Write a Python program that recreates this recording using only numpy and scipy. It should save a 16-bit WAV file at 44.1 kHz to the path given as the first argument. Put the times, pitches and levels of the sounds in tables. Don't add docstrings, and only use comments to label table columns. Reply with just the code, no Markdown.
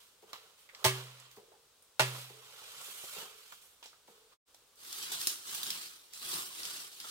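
import sys
import numpy as np
from scipy import signal
from scipy.fft import rfft, irfft, next_fast_len
from scipy.io import wavfile
from scipy.ndimage import uniform_filter1d

SR = 44100
rng = np.random.default_rng(int(sys.argv[2]) if len(sys.argv) > 2 else 0)


def unload_audio(sound):
    columns = np.transpose(np.atleast_2d(sound))
    steps = np.round(np.clip(columns, -1, 1) * 32767)
    wavfile.write(sys.argv[1], SR, steps.astype(np.int16))


N = 313110

# (time [s], fader position [0-1])
FADER = [(4.335, 1), (4.38, 0), (4.449, 0), (4.485, 1)]
NEAR_FROM_S = FADER[1][0]
FAR_LAG, NEAR_LAG = 6, -10
FAR_PAN_DB, NEAR_PAN_DB = -2.5, -1


def amp(db):
    return 10 ** (np.asarray(db) / 20)


def unit(x):
    return x / np.sqrt(np.mean(x ** 2) + 1e-20)


def read(points, hz):
    f, value = np.transpose(points)
    return np.interp(np.log(hz + 1), np.log(f), value)


def add(mix, s, sound):
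    part = mix[:, round(s * SR):][:, :sound.shape[1]]
    part += sound[:, :part.shape[1]]


def freqs(x):
    return np.fft.rfftfreq(x.shape[-1], 1 / SR)


def colour(x, db):
    return irfft(rfft(x) * amp(db), x.shape[-1])


def pan(db):
    return amp([[db / 2], [-db / 2]])


def place(s):
    return (FAR_LAG, pan(FAR_PAN_DB)) if s < NEAR_FROM_S else (NEAR_LAG, pan(NEAR_PAN_DB))


def stereo_pair(three, lag):
    # (frequency [Hz], shared power [0-1])
    likeness = [(100, 0.83), (400, 0.84), (900, 0.6), (2000, 0.41), (5000, 0.14), (15000, 0.21)]
    common = np.clip(read(likeness, freqs(three)), 0, 1)
    direct = np.array([np.roll(three[0], lag), three[0]])
    return irfft(rfft(direct) * np.sqrt(common) + rfft(three[1:]) * np.sqrt(1 - common), three.shape[-1])


def noise(points, lag, size=SR, tilt_db=0, grain_db=0, grain_hz=100):
    x = stereo_pair(rng.standard_normal((3, size)), lag)
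    hz, knots = freqs(x), np.arange(0, SR / 2, grain_hz)
    resonances = grain_db * np.interp(hz, knots, rng.standard_normal(len(knots))) if grain_db else 0
    return unit(colour(x, read(points, hz) + tilt_db * np.log2(hz + 1) + resonances))


def forest_air(level_db=-64):
    # (frequency [Hz], level [dB])
    hush = [(25, 17), (45, 0.5), (90, -7.5), (260, -12.5), (470, -2.5), (680, -9), (1250, -5), (1950, -12),
            (3600, -6), (6500, -9.5), (8700, -8), (11000, -15), (15500, -14)]
    return amp(level_db) * noise(hush, 0, size=N)


def stirring(start, swell, hold, t, settle_db_per_s=101, linger_db=-7, linger_db_per_s=46.5):
    pressed = np.clip((t - start) / swell, 0, 1) ** 0.88
    since = np.maximum(t - start - swell - hold, 0)
    return pressed * np.maximum(amp(-settle_db_per_s * since), amp(linger_db - linger_db_per_s * since))


def push_levels(far):
    # (start [s], swell [s], hold [s], swish [dB],
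    # crisp edge over swish [dB], litter over swish [dB])
    pushes = [(0, 0.0033, 0.029, -64, -1.5, -14), (0.25, 0.045, 0.19, -66.5, -4, -2),
              (0.565, 0.027, 0.018, -66.5, 0, -17), (0.683, 0.23, 0.097, -59, -2.5, 0.5),
              (0.862, 0.082, .01, -48, -8, -5.5), (1.13, 0.06, 0.053, -62, -12, -9),
              (2.006, 0.048, 0.049, -50.5, -4, -2.5), (2.12, 0.018, 0.07, -53, 0, -8.5),
              (2.265, 0.46, .08, -53.5, -3.5, -8), (2.758, 0.094, .33, -52.5, 2, -12),
              (3.106, 0.063, .04, -50, -4, -6.5), (3.334, 0.055, 0.16, -61.5, -1.5, -18),
              (3.609, 0.012, 0.015, -67, 6, -9.5), (4.085, 0.011, 0.022, -70, -0.5, -6),
              (4.146, 0.013, 0.018, -70.5, -4, -6), (4.269, 0.036, 0.054, -74, -15.5, -3),
              (4.525, .03, .2, -89.5, 11, 3.5), (4.758, 0.2, .06, -48, 1, -13),
              (5.006, 0.032, 0.023, -45, -2, -14), (5.094, 0.028, 0.018, -42.5, -0.5, -11.5),
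              (5.184, 0.024, 0.043, -45.5, 2.5, -16.5), (5.268, 0.0093, 0.0067, -45, 0, -14),
              (5.444, 0.036, 0.26, -45.5, 0.5, -12), (5.756, 0.023, 0.079, -50, -1, -15.5),
              (6.119, 0.033, 0.027, -53, 2, -14.5), (6.178, 0.18, 0.013, -40.5, 2, -10),
              (6.452, 0.19, 0.16, -46.5, 0, -12.5), (6.908, 0.015, 0.012, -56.5, -1, -15),
              (6.933, 0.23, 0.056, -45.5, -1, -13.5)]
    t = np.linspace(0, N / SR, N // 100)
    power = sum((amp([[db], [db + crisp_db], [db + litter_db]]) * stirring(start, swell, hold, t)) ** 2
                for start, swell, hold, db, crisp_db, litter_db in pushes if (start < NEAR_FROM_S) == far)
    return t, *(10 * np.log10(power + 1e-20))


def patchy(x, depth_db):
    spectra = signal.stft(x, nperseg=1024, noverlap=768)[2]
    patches = uniform_filter1d(rng.standard_normal(spectra.shape[1:]), size=5, axis=0)
    patches = unit(uniform_filter1d(patches, size=5, axis=1))
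    return signal.istft(spectra * amp(depth_db * patches), nperseg=1024, noverlap=768)[1][:, :x.shape[1]]


def foliage(push, spectrum, lag, flicks_per_s, spread_db, swish_db, patchy_db, gains_db, clump_db=1.0):
    times, *levels = push
    size = next_fast_len(N, True)
    t = np.arange(size) / SR
    strengths = amp(spread_db * np.minimum(rng.exponential(1, (3, size)), 4.5))
    signs = rng.choice([-1, 1], (3, size))
    flicks = unit(strengths * signs * (rng.random((3, size)) < flicks_per_s / SR))
    clumps = unit(uniform_filter1d(uniform_filter1d(rng.standard_normal(size), size=400), size=80))
    swish = amp(swish_db) * rng.standard_normal((3, size))
    leaves = patchy(stereo_pair((flicks + swish) * amp(clump_db * clumps), lag), patchy_db)
    hz = freqs(leaves)
    leaves = colour(leaves, read(spectrum, hz))
    above_ground = 1 / (1 + (1350 / (hz + 1)) ** 8)
    crisp = 1 / (1 + (7500 / (hz + 1)) ** 8)
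    shares = above_ground - crisp, crisp, 1 - above_ground
    return sum(unit(irfft(rfft(leaves) * share, size)) * amp(np.interp(t, times, db) + gain)
               for share, db, gain in zip(shares, levels, gains_db))[:, :N]


def slope_leaves():
    # (frequency [Hz], level [dB])
    rustle = [(35, -50), (60, -20.5), (118, -11), (335, -19), (385, -5.5), (533, -1.5), (673, -6.5),
              (1380, 4.5), (1740, -1.5), (3190, 8), (5840, 0), (9080, -7), (11700, -10.5), (14500, -9.5),
              (15500, -18)]
    return pan(FAR_PAN_DB) * foliage(push_levels(far=True), rustle, FAR_LAG, flicks_per_s=6000,
                                     spread_db=1.5, swish_db=2.5, patchy_db=2.1, gains_db=(1, 1, 1))


def near_ferns():
    # (frequency [Hz], level [dB])
    rustle = [(40, -33), (90, -10.5), (170, -7), (260, -6.5), (370, 0), (520, -9), (850, -3.5), (1200, 2.5),
              (2200, -2), (3200, 5), (4400, 4.5), (5500, 2), (7000, -3), (9000, -4), (11000, -8.5),
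              (15500, -10.5)]
    return pan(NEAR_PAN_DB) * foliage(push_levels(far=False), rustle, NEAR_LAG, flicks_per_s=4000,
                                      spread_db=2.0, swish_db=-1.5, patchy_db=2.5, gains_db=(.5, .5, 0))


def footfalls(mix, t60=0.25):
    # (time [s], level [dB])
    steps = [(3.168, -62), (5.061, -72), (5.702, -59.5), (6.335, -54.5), (6.649, -64)]
    # (frequency [Hz], level [dB])
    ground = [(30, -14), (55, -4), (85, -7), (130, -13), (180, 10), (300, -20), (700, -20), (3000, -50)]
    t = np.arange(SR) / SR
    for s, db in steps:
        lag, side = place(s)
        add(mix, s, side * noise(ground, lag) * amp(db - 60 * t / t60) * (1 - np.exp(-t / 0.0055)))


def bass_late(x, late_s=.017, below_hz=450):
    return irfft(rfft(x) * np.exp(-2j * np.pi * late_s * below_hz * np.log1p(freqs(x) / below_hz)),
                 x.shape[-1])


def distant_thuds(mix, t60=0.15, ring_hz=435, ring_t60=0.81):
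    # (time [s], level [dB], ring over blow [dB])
    thuds = [(0.219, -55, -7), (1.360, -50.5, -7.5), (2.290, -53, -6.5), (2.874, -56, -20),
             (3.154, -48.5, -15), (3.208, -48, -14), (4.072, -53, -11)]
    # (frequency [Hz], level [dB])
    body = [(40, -25), (130, -14), (200, -4.5), (290, -18.5), (420, 2.5), (600, -15), (850, -3.5),
            (1300, -19), (3000, -19.5), (9000, -24)]
    note = [(ring_hz / 2, -40), (ring_hz * 0.86, -15), (ring_hz, 0),
            (ring_hz * 1.2, -15), (ring_hz * 4, -40)]
    t = np.arange(SR) / SR
    for s, db, ring_db in thuds:
        blow = noise(body, FAR_LAG) * amp(-60 * t / t60)
        ring = noise(note, FAR_LAG) * amp(ring_db - 60 * t / ring_t60)
        add(mix, s, amp(db) * bass_late((blow + ring) * (1 - np.exp(-t / 0.002))))


def stem_knocks(mix, gain_db=-5, echo_t60=0.22):
    # (time [s], level before gain [dB], pitch [Hz], t60 [s], echo over clack [dB])
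    knocks = [(0.331, -42, 1140, 0.12, -18), (0.357, -47, 1110, .045, -26), (0.69, -47.5, 2100, 0.12, -18),
              (1.517, -56.5, 800, 0.22, -12), (2.148, -39.5, 1010, 0.078, -26), (2.179, -43, 565, .05, -30),
              (2.617, -50, 860, 0.055, -22), (2.812, -48.5, 1280, 0.073, -8),
              (2.879, -48, 1190, 0.064, -21), (3.037, -41.5, 560, 0.05, -22),
              (3.522, -42.5, 1330, 0.07, -21), (3.826, -53, 940, 0.097, -15.5),
              (3.856, -52, 860, 0.08, -24), (3.93, -54, 1310, 0.097, -22), (4.322, -58.5, 1144, .09, -16.5),
              (4.545, -58, 785, 0.038, -13), (5.271, -40, 380, 0.031, -10), (7.042, -48, 1310, 0.24, -5)]
    t = np.arange(SR // 2) / SR
    for s, db, hz, t60, echo_db in knocks:
        lag, side = place(s)
        wood = [(hz / 6, -28), (hz * 0.86, -9), (hz, 0), (hz * 1.16, -11), (hz * 3, -27), (hz * 10, -50)]
        decay = amp(-60 * t / t60) + amp(echo_db - 60 * t / echo_t60)
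        add(mix, s, side * noise(wood, lag, len(t)) * amp(db + gain_db) * decay)


def twig_snaps(mix, gain_db=-11, tick_t60=0.015, scatter_db=-4, echo_db=-23, echo_t60=1.0):
    # (time [s], level before gain [dB], centre [Hz], first tick [dB], treble [dB])
    snaps = [(0.3313, -33, 3230, 13.5, -10), (0.7487, -42.5, 4000, 16.5, -18),
             (1.1994, -48.5, 7760, 18.5, -21), (1.3135, -44.5, 2920, 2, 0), (1.824, -51, 9000, 11, -3),
             (2.8144, -40, 7960, 12, -18), (3.1689, -37, 2960, 2, -18), (3.522, -39, 2860, 4, 1),
             (3.8277, -37.5, 3300, -5, -12), (3.8393, -41.5, 3320, 1, 0), (3.8584, -40, 5240, 5, -12),
             (4.5453, -48.5, 4460, 5, -12), (4.7575, -56, 6000, 10, 1), (5.0265, -34, 4300, 4, -6),
             (4.928, -34.5, 4500, 11, -9), (5.119, -22, 3400, -2.5, -6.5), (5.214, -28, 4270, 8, -9),
             (5.271, -16, 5700, 8.5, -6.5), (5.5481, -24, 3580, -1, -2), (5.631, -24.5, 4130, 5, -4),
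             (5.6665, -40.5, 4830, 17, -24), (5.704, -24.5, 3800, 9, -9), (6.135, -34.5, 4630, 3, -12),
             (6.6318, -30, 5030, 1, -26), (6.652, -32.5, 3970, 10, -13), (7.0015, -37, 4130, 10.5, -14)]
    t = np.arange(SR // 2) / SR
    for s, db, hz, tick_db, treble_db in snaps:
        lag, side = place(s)
        dull_db, soft_db, scatter_t60 = (-8, -6, 0.26) if s < NEAR_FROM_S else (0, 0, 0.23)
        top_db = treble_db + dull_db
        wood = [(hz / 20, -32), (hz / 4, -15), (hz / 2, -9), (hz, 0),
                (hz * 2, top_db * 0.58), (hz * 3, top_db)]
        twig = noise(wood, lag, len(t), grain_db=3, grain_hz=300)
        tick = amp(tick_db + soft_db - 60 * t / tick_t60)
        scatter = amp(scatter_db - 60 * t / scatter_t60) + amp(echo_db - 60 * t / echo_t60)
        add(mix, s, side * twig * amp(db + gain_db) * (tick + scatter) * (1 - np.exp(-t / 0.0001)))


def tube_ring(cut, level_db, delay, t, column_hz=127.2, first_touch_db=-9):
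    # (first cut [dB], second cut [dB], t60 [s])
    column = [(-1.5, -1.5, 0.68), (-0.5, -6.5, 0.35), (3.5, 4.5, 0.12), (9, 9.5, 0.061)]
    # (frequency [Hz], first cut [dB], second cut [dB], t60 [s])
    wall = [(102, 3.5, -6, 0.061), (920, -1.5, -5.5, 0.068), (1047, -2, -8.5, 0.18), (1180, -2, -10, 0.22),
            (1448, -9.5, 5.5, 0.065), (1680, -5, -7.5, 0.28), (1835, -6.5, -14.5, .13),
            (1875, -3.5, -16, 0.17), (2227, -1.5, -4.5, .18), (2720, -12.5, 1, 0.25),
            (3100, -1.5, -14.5, 0.22)]
    modes = [((2 * k + 1) * column_hz, *row) for k, row in enumerate(column)] + list(wall)
    since_split = np.maximum(t - delay, 0)
    touch, tube = amp(first_touch_db), np.zeros(len(t))
    for (hz, *db, t60), phase in zip(modes, rng.uniform(0, 2 * np.pi, len(modes))):
        build_up = 1 - touch * np.exp(-2 * t * hz) - (1 - touch) * np.exp(-2 * since_split * hz)
        decay = amp(level_db + db[cut] - 60 * since_split / t60)
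        tube += decay * build_up * np.sin(2 * np.pi * hz * t + phase)
    return np.array([np.roll(tube, FAR_LAG), tube]) * pan(db=-1.8)


def bamboo_chops(mix, bite_db=-26, bite_t60=0.021, ragged_db=4.0, ragged_s=.036,
                 crack_t60=0.2, echo_t60=1.0):
    # (time [s], crack [dB], tearing time [s], tube [dB], tube delay [s],
    # brightness [dB/octave], echo [dB])
    chops = [(.8432, -24, 0.02, -30.5, .011, 0.96, -42.5),
             (1.9956, -24.5, 0.0098, -30.5, 0.0012, -0.8, -40.5)]
    # (frequency [Hz], level [dB])
    fibres = [(35, -40), (70, -27), (240, -22), (450, -7.5), (700, -4.5), (1300, -4), (2000, -1.5),
              (3300, -2.5), (5000, -6), (7000, -11), (9000, -8.5), (12000, -16), (16000, -17)]
    # (frequency [Hz], level [dB])
    trunks = [(40, -40.5), (100, -24.5), (260, -12.5), (500, -3.5), (1200, -11.5), (2000, -0.5),
              (3600, 0.5), (6000, -8), (9000, -7), (12000, -10), (16000, -16)]
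    radiation = signal.butter(4, 78, "highpass", fs=SR, output="sos")
    t = np.arange(SR) / SR
    for cut, (s, crack_db, tear_s, tube_db, delay, tilt_db, echo_db) in enumerate(chops):
        jitter = unit(uniform_filter1d(rng.standard_normal(SR), size=50))
        ragged = amp(ragged_db * jitter * np.exp(-t / ragged_s))
        bite = amp(bite_db - 60 * t / bite_t60)
        tearing = amp(crack_db - 60 * np.maximum(t - tear_s, 0) / crack_t60)
        wood = noise(fibres, FAR_LAG, tilt_db=tilt_db, grain_db=2.2, grain_hz=70)
        crack = wood * ragged * np.hypot(bite, tearing)
        echo = noise(trunks, FAR_LAG) * amp(echo_db - 60 * t / echo_t60) * (1 - np.exp(-t / 0.018))
        sound = (crack + echo) * pan(FAR_PAN_DB) + tube_ring(cut, tube_db, delay, t)
        add(mix, s, signal.sosfilt(radiation, sound))


def scene():
    mix = forest_air() + slope_leaves() + near_ferns()
    for source in bamboo_chops, distant_thuds, stem_knocks, twig_snaps, footfalls:
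        source(mix)
    return mix


def record(dry, low_cut_hz=62, high_cut_hz=15900, ceiling=.6):
    heard = signal.sosfilt(signal.butter(3, low_cut_hz, "highpass", fs=SR, output="sos"), dry)
    rounded = ceiling * np.tanh(heard / ceiling)
    fade = np.interp(np.arange(N) / SR, *np.transpose(FADER)) ** 2
    high_cut = signal.firwin(511, high_cut_hz, window=("kaiser", 9), fs=SR)
    return signal.oaconvolve(rounded * fade, high_cut[None], "same")


dry = scene()
out = record(dry)
unload_audio(out)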